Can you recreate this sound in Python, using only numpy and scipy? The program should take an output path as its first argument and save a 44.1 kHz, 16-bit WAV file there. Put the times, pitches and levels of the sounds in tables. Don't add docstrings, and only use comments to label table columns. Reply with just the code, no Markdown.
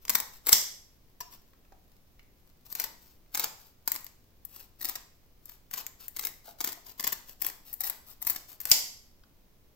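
import sys
import numpy as np
from scipy import signal
from scipy.fft import rfft, irfft
from scipy.io import wavfile
from scipy.ndimage import uniform_filter1d, map_coordinates

SR = 44100
rng = np.random.default_rng(int(sys.argv[2]) if len(sys.argv) > 2 else 0)


def inscribe(sig):
    pcm = np.round(np.clip(np.atleast_2d(sig).T, -1, 1) * 32767)
    wavfile.write(sys.argv[1], SR, pcm.astype(np.int16))


N = 429975

# pitch_hz [Hz], level_db [dB]
RUB_COLOUR = [(60, -21), (300, 2), (800, 6), (1400, 2.5), (2000, -2.5), (2800, 2), (4000, 0.5), (5100, 0.5),
              (6500, -5.5), (9000, -0.5), (16000, 0.5)]
# bite_s [s], opening_lead_s [s before the bite],
# squeeze_s [s], opening_rub_db [relative dB], closing_rub_db [relative dB], closing_treble_db [dB against the body]
SNIPS = [(0.091, .085, .12, -69, -54, 1), (0.462, .16, 0.054, -61.5, -50, 0),
         (2.702, 0.056, 0.19, -60.5, -48, -1), (3.34, .39, 0.15, -69.5, -42, -12),
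         (3.877, 0.36, 0.082, -66.5, -53, -11), (4.809, 0.35, .13, -58.5, -49, 1),
         (5.724, .32, 0.11, -65.5, -47, 0.5), (6.163, 0.19, .15, -58.5, -54, 8),
         (6.605, 0.18, 0.13, -58, -47.5, 1), (6.997, .16, .135, -56, -45, -2),
         (7.417, 0.17, 0.091, -58, -47, 3), (7.811, 0.18, 0.094, -59.5, -46, 9),
         (8.222, 0.18, 0.13, -58, -52, 11), (8.64, 0.18, 0.079, -58, -48.5, 3)]


def amp(db):
    return 10 ** (np.asarray(db) / 20)


def evened(x):
    return x / np.sqrt(np.mean(x ** 2) + 1e-20)


def read(points, hz):
    table_hz, value = np.transpose(points)
    return np.interp(np.log(hz + 1), np.log(table_hz + 1), value)


def add(mix, start_s, sound):
    part = mix[max(round(start_s * SR), 0):][:len(sound)]
    part += sound[:len(part)]


def colour(x, points, size=2048):
    log_gain = np.log(amp(read(points, abs(np.fft.fftfreq(size, 1 / SR)))))
    minimum_phase = np.exp(np.conj(signal.hilbert(log_gain)))
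    taps = np.fft.ifft(minimum_phase).real[:size // 2]
    return signal.oaconvolve(x, taps)[:len(x)]


def ring(modes, t):
    return sum(amp(db - 60 * t / t60) * np.sin(2 * np.pi * hz * t) for hz, db, t60 in modes)


def voiced(x, treble_db, split_hz=9500):
    padded = np.pad(x, (0, SR // 500))
    body = signal.sosfilt(signal.butter(4, split_hz, "low", fs=SR, output="sos"), padded)
    treble = signal.sosfilt(signal.butter(4, split_hz, "high", fs=SR, output="sos"), padded)
    balanced = evened(body) + amp(treble_db) * evened(treble)
    return balanced * np.sqrt(len(padded) / len(x))


def noise_pair(size):
    # pitch_hz [Hz], likeness [0-1]
    likeness = [(30, .85), (130, 0.7), (260, 0.9), (500, 0.4), (1000, .1), (16000, 0)]
    left, other = rfft(rng.standard_normal((2, size)))
    same = read(likeness, np.fft.rfftfreq(size, 1 / SR))
    right = same * left + np.sqrt(1 - same ** 2) * other
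    return irfft(np.array([left, right]), size)


def room_tone(level_db=-60):
    # pitch_hz [Hz], density_db [relative dB per Hz]
    hush = [(20, 4), (50, -3), (80, -5), (130, -9.5), (250, -13.5), (500, -18), (1000, -24.5), (1600, -29),
            (2100, -28), (2700, -29.5), (6000, -30.5), (9000, -37.5), (14000, -27.5), (16000, -27)]
    shape = amp(read(hush, np.fft.rfftfreq(N, 1 / SR)))
    return amp(level_db) * evened(irfft(rfft(noise_pair(N)) * shape, N))


def kitchen(x, scatter_t60=0.031, rise_s=0.0049, count=4):
    # pitch_hz [Hz], t60_s [s]
    room_t60 = [(100, 0.55), (500, .5), (2000, 0.47), (5500, .5), (8000, 0.44), (12000, 0.42),
                (16000, 0.32)]
    # pitch_hz [Hz], level_db [dB]
    tail_colour = [(100, -7), (1000, 0), (5000, -7), (8000, -8.5), (12000, -14), (16000, -14.5)]
    # pitch_hz [Hz], level_db [dB]
    scatter_colour = [(100, 0.5), (1000, 2.5), (5000, -1.5), (14000, -6)]
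    out = np.zeros((2, N))
    t, scene_s = np.arange(SR * 3 // 4) / SR, np.arange(N) / SR
    for k in range(count):
        hz, frame_s, bands = signal.stft(noise_pair(len(t)), SR, nperseg=256)
        t60 = read(room_t60, hz)[:, None]
        dying = bands * amp(-60 * frame_s / t60) / np.sqrt(t60)
        tail = signal.istft(dying, SR)[1][:, :len(t)] * (1 - np.exp(-t / rise_s))
        scatter = noise_pair(len(t)) * amp(-60 * t / scatter_t60)
        echoes = []
        for late, early in zip(tail, scatter):
            late = colour(late / np.linalg.norm(late), tail_colour)
            early = colour(early / np.linalg.norm(early), scatter_colour)
            echoes.append(late + early)
        swing = np.cos(np.pi * (scene_s * (k // 2 + 1) * 0.6853 + k / 2))
        share = swing * np.sqrt(2 / count)
        out += signal.oaconvolve((x * share)[None], np.array(echoes), axes=1)[:, :N]
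    return out


def handling(slap_s=0.0035, bowl_db=-7, smack_noise=0.82):
    # start_s [s], level_db [relative dB]
    drops = [(1.207, -38), (1.325, -57)]
    # pitch_hz [Hz], level_db [relative dB], t60_s [s]
    bowl_modes = [(707, -3.5, 0.13), (980, 5, 0.053), (1220, -20.5, 0.097), (4770, -7, 0.092),
                  (5240, -7.5, 0.084), (5450, -4.5, 0.11)]
    # start_s [s], level_db [relative dB], pitch_hz [Hz], t60_s [s]
    smacks = [(1.533, -50, 1112, 0.014), (1.65, -57.5, 1360, 0.022), (1.722, -44.5, 750, 0.015),
              (2.194, -44, 2200, 0.009), (3.262, -55.5, 2300, 0.0048), (3.877, -32.5, 836, 0.018),
              (6.478, -47.5, 698, 0.07), (6.77, -52, 690, 0.078), (6.875, -55, 690, 0.054),
              (8.512, -57, 1070, .03), (9.236, -48.5, 1490, 0.011)]
    out, t = np.zeros(N), np.arange(SR // 2) / SR
    onset = 1 - np.exp(-t / 0.00033)
    for start_s, level_db in drops:
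        slap = rng.standard_normal(len(t)) * t / slap_s * np.exp(1 - t / slap_s)
        add(out, start_s - slap_s, amp(level_db) * slap)
        add(out, start_s, amp(level_db + bowl_db) * onset * ring(bowl_modes, t))
    for start_s, level_db, pitch_hz, t60 in smacks:
        puff = signal.lfilter(*signal.iirpeak(pitch_hz, 2, fs=SR), rng.standard_normal(len(t)))
        knock = np.sin(2 * np.pi * pitch_hz * t) + smack_noise * evened(puff)
        add(out, start_s, amp(level_db - 60 * t / t60) * onset * knock)
    return colour(out, [(100, -1), (5500, -2.5), (8000, -5), (12000, -3.0)])


def wet_ticks(ticks_per_s=22, ticks_db=-57.0, spread_db=4.0):
    size = amp(ticks_db + spread_db * np.minimum(rng.exponential(1, N), 3))
    return colour(size * (rng.random(N) < ticks_per_s / SR), RUB_COLOUR)


def clacks(chatter_s=0.00188, ring_db=-32, treble_db=2, thump_s=0.001):
    # [relative dB, level of the overload thump]
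    slams = [(0.5282, -17, -25), (8.715, -17.5, -23)]
    # pitch_hz [Hz], level_db [dB]
    steel_colour = [(150, -11.5), (450, -16), (850, -9.5), (1350, -15), (1700, -14), (2020, -4.5),
                    (2400, -11.5), (3300, -4.5), (4200, -8.5), (5000, 1), (6200, -3.5), (8000, -4.5),
                    (10000, -4), (15000, -4.5)]
    # pitch_hz [Hz], level_db [relative dB, before a random spread], t60_s [s]
    blade_modes = [(2280, -11, .3), (3630, -17, .3), (4280, 2, 0.15), (4350, -6.5, 0.41), (5440, -7, .35),
                   (4900, 0, .45), (5430, -2, .4), (5900, -1.5, 0.48), (5600, -1, .42), (6300, 0.5, .45),
                   (8500, -4.5, .4), (11640, 3, 0.71)]
    contact, after, t = np.zeros(N), np.zeros(N), np.arange(SR // 2) / SR
    fade = np.exp(-t[:SR // 200] / chatter_s)
    for start_s, level_db, thump_db in slams:
        spectrum = rfft(rng.standard_normal(len(fade)) * fade, 2 * len(fade))
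        chatter = irfft(spectrum / abs(spectrum))[:len(fade)] * np.sqrt(fade)
        add(contact, start_s, amp(level_db) * voiced(chatter, treble_db))
        modes = [(hz, mode_db + rng.normal(0, 2), t60) for hz, mode_db, t60 in blade_modes]
        add(after, start_s, amp(level_db + ring_db) * ring(modes, t))
        add(after, start_s, amp(thump_db) * t / thump_s * np.exp(1 - t / thump_s))
    return colour(contact, steel_colour), after


def strokes():
    open_share, open_treble_db = .64, 4
    press_s, press_db, press_treble_db = 0.027, -60, 4.5
    grip_share = 0.16
    rubs = []
    for bite, lead, squeeze, open_db, close_db, close_treble_db in SNIPS:
        rubs.append((bite - lead, bite - (1 - open_share) * lead, open_db, open_treble_db))
        rubs.append((bite - press_s, bite + press_s, press_db, press_treble_db))
        rubs.append((bite + grip_share * squeeze, bite + squeeze, close_db, close_treble_db))
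    return rubs


def blades(slips_per_s=2600, spread_db=4, hiss=0.39, fade=0.8, slides_db=-2.5, rasp_db=2, rasp_s=.009):
    # start_s [s], end_s [s]
    slither_span = (1.295, 1.385)
    slither_db, slither_treble_db = -60, 2
    slip_size = amp(spread_db * np.minimum(rng.exponential(1, N), 5))
    slips = (rng.random(N) < slips_per_s / SR) * rng.choice([-1, 1], N) * slip_size
    wander = uniform_filter1d(rng.standard_normal(N), int(rasp_s * SR))
    grip = amp(rasp_db * evened(wander))
    friction = grip * (evened(slips) + hiss * rng.standard_normal(N))
    out = np.zeros(N)
    for start_s, end_s, level_db, treble_db in strokes() + [(*slither_span, slither_db, slither_treble_db)]:
        length = max(int((end_s - start_s) * SR), SR // 100)
        stroke = friction[max(int(start_s * SR), 0):][:length]
        swell = signal.windows.tukey(len(stroke), fade)
        add(out, start_s, amp(level_db) * voiced(stroke * swell, treble_db))
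    return amp(slides_db) * colour(out, RUB_COLOUR)


def splinters(count=4, length_s=.0022, level_db=-43.5, spread_db=2.5, treble_db=3):
    cracks = []
    for bite, _, squeeze, *_ in SNIPS:
        for place, size in zip(rng.random(count), rng.standard_normal(count)):
            cracks.append((bite + place * squeeze, length_s, level_db + spread_db * size, treble_db))
    return cracks


def bones(spread_db=6, cracks_db=-6.5, count=16):
    # start_s [s], length_s [s], level_db [relative dB], treble_db [dB against the body]
    snaps = [(0.0521, 0.0013, -41.5, -4), (0.0798, 0.0041, -36, -12), (0.0955, 0.0089, -23, 2.5),
             (0.1497, 0.0074, -21, 1.5), (0.2015, .0014, -31.5, 3), (0.4632, .001, -40.5, 1),
             (0.4682, .0034, -29, 3.5), (0.4877, 0.0084, -24, 5), (0.519, 0.0052, -26, 6),
             (0.5367, .001, -35, 0), (2.7165, 0.014, -44.5, 6), (2.7512, 0.008, -37.5, 1),
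             (2.7943, 0.013, -31.5, -0.5), (2.8382, 0.008, -33, 0), (3.3466, 0.0089, -28.5, -1),
             (3.3713, 0.0043, -31.5, 3), (3.394, .01, -29.5, 2), (3.4392, 0.0071, -27, -0.5),
             (3.8762, 0.0067, -28.5, 4), (3.9177, .0014, -30, 5), (3.9609, .002, -36, -1),
             (4.066, 0.00077, -46, -2), (4.8095, 0.0018, -43, -9), (4.8422, 0.014, -34, 3.5),
             (4.8878, 0.011, -34.5, 3), (4.9537, 0.0058, -33, -4), (5.4922, 0.0044, -48, 1),
             (5.7117, 0.0043, -45.5, 0), (5.7377, .0066, -33, 0), (5.7738, 0.0095, -38, -2),
             (5.8656, 0.00097, -38.5, 2), (6.1639, 0.0038, -40, 1), (6.1919, .005, -33.5, 2),
             (6.2373, 0.0037, -37, -10), (6.2502, 0.0037, -34.5, 8), (6.2692, 0.0026, -35, 3),
             (6.6044, 0.0099, -31, 0), (6.6419, 0.0073, -30.5, 4), (6.674, 0.0051, -32.5, 0.5),
             (6.6895, .0016, -36.5, -8), (6.9961, 0.0053, -32.5, -3), (7.0395, 0.0077, -29, -1),
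             (7.0694, 0.01, -29, 1), (7.1213, 0.0097, -32.5, 2), (7.4173, 0.0058, -35, 8.5),
             (7.447, 0.0021, -31, -2), (7.4637, 0.0038, -34.5, 8.5), (7.4994, 0.0022, -39.5, -4),
             (7.8055, 0.0059, -37, 9), (7.8366, 0.0079, -33.5, 2), (7.8978, 0.0035, -33, 5.5),
             (8.2183, 0.011, -45.5, 9.5), (8.2692, 0.006, -30, 6.5), (8.2973, 0.0098, -32, 9),
             (8.3602, 0.0043, -33.5, -3), (8.6022, 0.016, -46.5, 8), (8.6538, 0.0021, -30.5, 0.5),
             (8.6914, 0.0055, -45, 2), (8.7085, 0.0032, -37, 10)]
    # start_s [s], level_db [relative dB]
    pivot_ticks = [(4.008, -65), (4.044, -60), (4.4505, -56), (5.4556, -59), (6.0814, -49), (7.729, -51.5),
                   (7.7384, -51.5), (8.6997, -45)]
    pivot_length_s, pivot_treble_db = 0.0023, 18
    # pitch_hz [Hz], level_db [dB]
    flesh_colour = [(40, -12.5), (130, -4.5), (340, -1.5), (560, -3), (780, -1.5), (1100, 0.5),
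                    (1400, -5.5), (1950, 3.5), (2700, -5.5), (4500, -3), (6500, -5.5), (9000, -2.5),
                    (16000, 0)]
    ticks = [(start_s, pivot_length_s, level_db, pivot_treble_db) for start_s, level_db in pivot_ticks]
    out = np.zeros(N)
    for start_s, length_s, level_db, treble_db in snaps + splinters() + ticks:
        place, size, sign = rng.random((3, count))
        volley = np.zeros(max(int(length_s * SR), count))
        at = ((place - place.min()) * len(volley)).astype(int)
        fracture = np.sign(sign - .5) * amp(-spread_db * np.log(np.maximum(size, .05)))
        np.add.at(volley, at, fracture)
        add(out, start_s, amp(level_db) * voiced(volley, treble_db))
    return amp(cracks_db) * colour(out, flesh_colour)


def at_ports(x):
    # [ms, negative when left leads]
    left_lag = [(0, .05), (2.8, .045), (3.3, -.04), (7.2, -.02), (8.3, -.06), (8.7, .045)]
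    n = np.arange(N)
    lag_samples = np.interp(n / SR, *np.transpose(left_lag)) * SR / 1000
    return np.array([x, map_coordinates(x, [n + lag_samples], order=5)])


def scene(clack_direct_db=-10.5, clack_room_db=5.5, direct_db=-1.5, blades_db=-5.0):
    # pitch_hz [Hz], level_db [dB]
    left_port = [(100, -5), (4000, 2), (6500, 8.5), (7800, -1.5), (8800, -5), (10000, -1.5), (11500, 6.5),
                 (13000, 16), (14600, 16.5), (15700, 11.5), (16100, -4)]
    # pitch_hz [Hz], level_db [dB]
    right_port = [(100, -3.5), (2800, -0.5), (5000, 8), (6300, 7), (7500, 10), (8300, 5.5), (8900, -10),
                  (10500, 0), (12000, -2.5), (14000, 4.5), (15700, -3), (16100, -23.5)]
    handled = handling()
    clack, after_ring = clacks()
    cutting = bones() + amp(blades_db) * blades() + wet_ticks()
    near = amp(direct_db) * (cutting + amp(clack_direct_db) * clack + after_ring + handled)
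    echoes = kitchen(cutting + amp(clack_room_db) * clack + handled)
    left, right = at_ports(near) + echoes
    return np.array([colour(left, left_port), colour(right, right_port)]) + room_tone()


def record(dry, ceiling=.96, edge_hz=16100):
    limited = ceiling * np.tanh(dry / ceiling)
    low_pass = signal.firwin(401, edge_hz, window=("kaiser", 8), fs=SR)
    return signal.oaconvolve(limited, low_pass[None], "same")


dry = scene()
out = record(dry)
inscribe(out)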